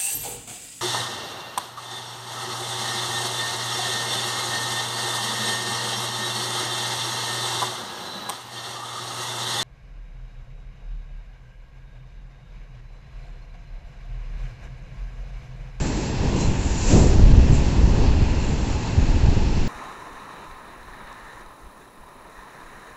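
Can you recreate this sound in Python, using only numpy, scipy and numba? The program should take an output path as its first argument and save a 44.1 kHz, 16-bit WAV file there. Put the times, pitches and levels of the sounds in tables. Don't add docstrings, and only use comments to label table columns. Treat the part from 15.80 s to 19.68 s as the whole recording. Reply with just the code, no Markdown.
import sys
import numpy as np
from scipy import signal
from scipy.io import wavfile
from scipy.ndimage import uniform_filter1d
from numba import njit

SR = 44100
rng = np.random.default_rng(int(sys.argv[2]) if len(sys.argv) > 2 else 0)


def elevation(decibels):
    levels = np.asarray(decibels, float)
    return 10 ** (levels / 20)


def unload_wav(signal):
    wavfile.write(
        sys.argv[1],
        SR,
        np.round(np.clip(np.atleast_2d(signal).T, -1, 1) * 32767).astype(np.int16),
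    )


N = 171108


def rolling():
    # [f/Hz, density/dB per Hz]
    roughness = [(40, 15), (280, 5.5), (480, -5), (900, -11), (1300, -20), (3000, -18), (6000, -20.5),
                 (7800, -40.5)]
    # [f/Hz, width/Hz, level/dB]
    wheels = [(875, 220, -40.5), (1703, 680, -45.5), (2632, 470, -45), (4250, 400, -54)]
    # [t/s, length/s, rise of the rolling noise/dB]
    joints = [
        (0.031, .08, 0.5),
        (0.568, 0.029, 2),
        (0.453, 0.067, 1.5),
        (1.156, 0.098, 3.5),
        (1.432, .04, 1),
        (2.258, 0.046, 2.5),
        (2.93, 0.032, 1),
        (3.083, 0.03, 1),
    ]
    t = np.arange(N) / SR
    curve_hz, curve_db = np.array(roughness, float).T
    sway = walk(1.5)
    roar = 0
    for hz in 40 * 2 ** (np.arange(24) / 3):
        density = np.interp(np.log(hz), np.log(curve_hz), curve_db)
        band_db = density + 10 * np.log10(hz)
        roar = roar + elevation(band_db + .4 * sway + .8 * walk(6)) * ring(hz, .3 * hz)
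    resonances = sum(elevation(db + walk(4.88)) * ring(hz, width) for hz, width, db in wheels)
    clatter_db = sum(db * np.exp(-((t - start) / length) ** 2) for start, length, db in joints)
    return elevation(clatter_db) * (elevation(-25) * unit(roar) + resonances)


def flanges():
    # [t/s, scrape level/dB, extra level of the lower scrape/dB]
    pressure = [(0, -44.5, -4.5), (.29, -50, -0.5), (.33, -53.5, -2), (.55, -50.5, 0), (.61, -43.5, -2),
                (.7, -51.5, -1), (.79, -47, -6.5), (.81, -45, -8), (1.0, -42.5, -3.5), (1.11, -36.5, -1),
                (1.23, -39, -4), (1.4, -54.5, 6.5), (1.7, -57, 3.5), (1.75, -44.5, -9), (1.87, -52, 2.5),
                (2.5, -57.5, 1.5), (2.66, -51.5, -0.5), (3.88, -56, -0.5)]
    # [f/Hz, width/Hz, level/dB]
    scrapes = [(7370, 1170, 2.5), (6780, 900, -2), (5800, 1800, 4), (4220, 1200, -1), (2390, 2100, 0)]
    # [t/s, length/s, f/Hz, width/Hz,
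    # level/dB]
    squeals = [
        (0, 0.17, 5930, 200, -54),
        (0.973, .06, 7070, 150, -37.5),
        (1.038, .2, 7340, 250, -39.5),
        (1.07, .1, 5900, 600, -45),
        (1.19, 0.058, 6900, 150, -52),
        (1.717, 0.059, 7380, 500, -44.5),
        (2.896, 0.072, 6850, 400, -49.5),
        (2.203, 0.13, 4520, 80, -50),
        (3.404, 0.21, 4250, 80, -53),
        (2.589, 0.17, 7200, 600, -47),
               (0, .2, 7450, 50, -50),
        (.2, .07, 5300, 90, -53),
        (.23, .04, 6850, 80, -50),
        (.25, .1, 7430, 50, -49),
        (.64, .11, 7030, 35, -49),
    ]
    # [t/s, length/s, f/Hz, width/Hz, level/dB]
    chirp = [
        (.57, .06, 7600, 50, -47),
        (.585, .075, 4070, 25, -43),
        (.59, .045, 6630, 50, -43),
        (.59, .035, 5740, 70, -44),
    ]
    edge, fade = .02, .4

    t = np.arange(N) / SR
    press_db, depth_db = column(pressure, index=1), column(pressure, index=2)
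    out = 0
    for hz, width, db in scrapes:
        lower_db = depth_db * (hz < 6200)
        out = out + elevation(press_db + db + lower_db + 1.5 * walk(21.76)) * ring(hz, width)
    for start, length, hz, width, db in squeals + chirp:
        opening = (t - start) / edge + .5
        closing = (start + length - t) / (edge + fade * length) + 0.64
        gate = np.clip(np.minimum(opening, closing), 0, 1) ** 2
        gate_rms = np.sqrt(np.mean(gate ** 2))
        out = out + elevation(db) * unit(gate * ring(hz, width)) * gate_rms
    return out


def wind():
    # [t/s, level/dB, share of small eddies/dB]
    gusts = [(0, -16, -6), (.1, -37.5, 18), (.36, -29.5, -1), (.45, -24.5, 10.5), (.62, -24, 7),
             (1.04, -27, -4.5), (1.14, -13.5, 9.5), (1.3, -18, 7), (1.47, -8.5, -8.5), (1.62, -16, -3.5),
             (1.73, -13.5, -2.5), (1.86, -18, -5), (2.26, -14.5, -1.5), (2.45, -16, -12), (3.04, -27, -3),
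             (3.3, -28, -5), (3.45, -16, -4.5), (3.88, -20.5, -17)]
    # [t/s, peak/dB, f/Hz]
    buffets = [(0.41, -24, 81), (1.385, -9, 59), (1.515, -9, 90), (1.575, -1.5, 61), (2.17, -10, 45),
               (2.075, -10, 120), (1.726, -3, 152), (1.802, -13.5, 81), (1.982, -9, 63), (2.032, -7.5, 59),
               (2.282, -13.5, 90), (2.417, -4, 104), (3.177, -3, 97.6), (3.214, -10, 35.7),
               (3.285, -12, 40), (3.335, -13.5, 105), (3.355, -10.5, 67), (3.432, -8.5, 79),
               (3.57, -11.5, 33.4), (3.626, -15.5, 60.3),
               (1.255, -9, 60),
        (1.345, -9, 55),
        (1.452, -7, 36),
        (1.705, -7, 85),
        (3.562, -7, 120),
    ]
    big_hz, mid_hz, small_hz, puff_hz = 34.6, 90, 320, 238
    rise, cycles, sag = 0.0041, 1.44, 0.18

    t = np.arange(N) / SR
    level_db, small_db = column(gusts, index=1), column(gusts, index=2)
    flutter_db = 1.5 * walk(25.025)

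    big = lowpass(rng.standard_normal(N), big_hz) * elevation(-2.5 + 1.1 * walk(9))
    mid = lowpass(rng.standard_normal(N), mid_hz)
    mid = unit(mid + .2 * (mid ** 2 - 1))
    mid = mid * elevation(-1.0 + 0.25 * small_db + flutter_db)
    small = lowpass(lowpass(rng.standard_normal(N), small_hz), 3.27 * small_hz)
    small = small * elevation(-9 + small_db + 0.53 * flutter_db)
    air = (big + mid + small) * elevation(level_db)

    puff = lowpass(lowpass(rng.standard_normal(N), puff_hz), 1.59 * puff_hz)
    for start, db, hz in buffets:
        age = np.clip(t - start, 0, None)
        turns = np.log1p(sag * hz * age) / sag
        shape = (1 - np.exp(-age / rise)) * np.exp(-(turns / cycles) ** 2)
        thud = np.sin(2 * np.pi * turns) + elevation(-12) * puff
        air = air + elevation(db + 2) * shape * thud
    return air


def unit(x):
    return x / np.sqrt(np.mean(x ** 2))


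def column(table, index):
    rows = np.array(table, float)
    return np.interp(np.arange(N) / SR, rows[:, 0], rows[:, index])


def walk(rate):
    hold = int(SR / rate)
    steps = np.repeat(rng.standard_normal(N // 200), hold)[:N]
    return unit(uniform_filter1d(uniform_filter1d(steps, hold), hold))


@njit
def svf(x, hz, damping):
    out, band, low = np.empty((2, len(x))), 0., 0.
    for i in range(len(x)):
        g = np.tan(np.pi * hz[i] / SR)
        v = (band + g * (x[i] - low)) / (1 + g * (g + damping))
        out[0, i], out[1, i] = low + g * v, damping * v
        band, low = 2 * v - band, low + 2 * g * v
    return out


def lowpass(x, hz):
    return unit(svf(x, np.full(N, 1. * hz), 1.54)[0])


def ring(hz, width):
    centre = np.full(N, 1. * hz)
    once = svf(rng.standard_normal(N), centre, 1. * width / hz)[1]
    return unit(svf(once, centre, 1.78 * width / hz)[1])


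def scene():
    return (rolling() + flanges() + wind())[None]


def low_pass(x):
    return signal.sosfilt(signal.butter(12, 8440, fs=SR, output="sos"), x)


def record(dry):
    x = signal.sosfilt(signal.butter(1, 7.0, "high", fs=SR, output="sos"), dry)
    x = np.tanh(x)
    below = signal.sosfiltfilt(signal.cheby1(8, .3, 7570, fs=SR, output="sos"), x)
    shelf = signal.sosfiltfilt(signal.butter(6, 8350, fs=SR, output="sos"), x - below)
    return low_pass(below + shelf * elevation(-10))


dry = scene()
out = record(dry)
unload_wav(out)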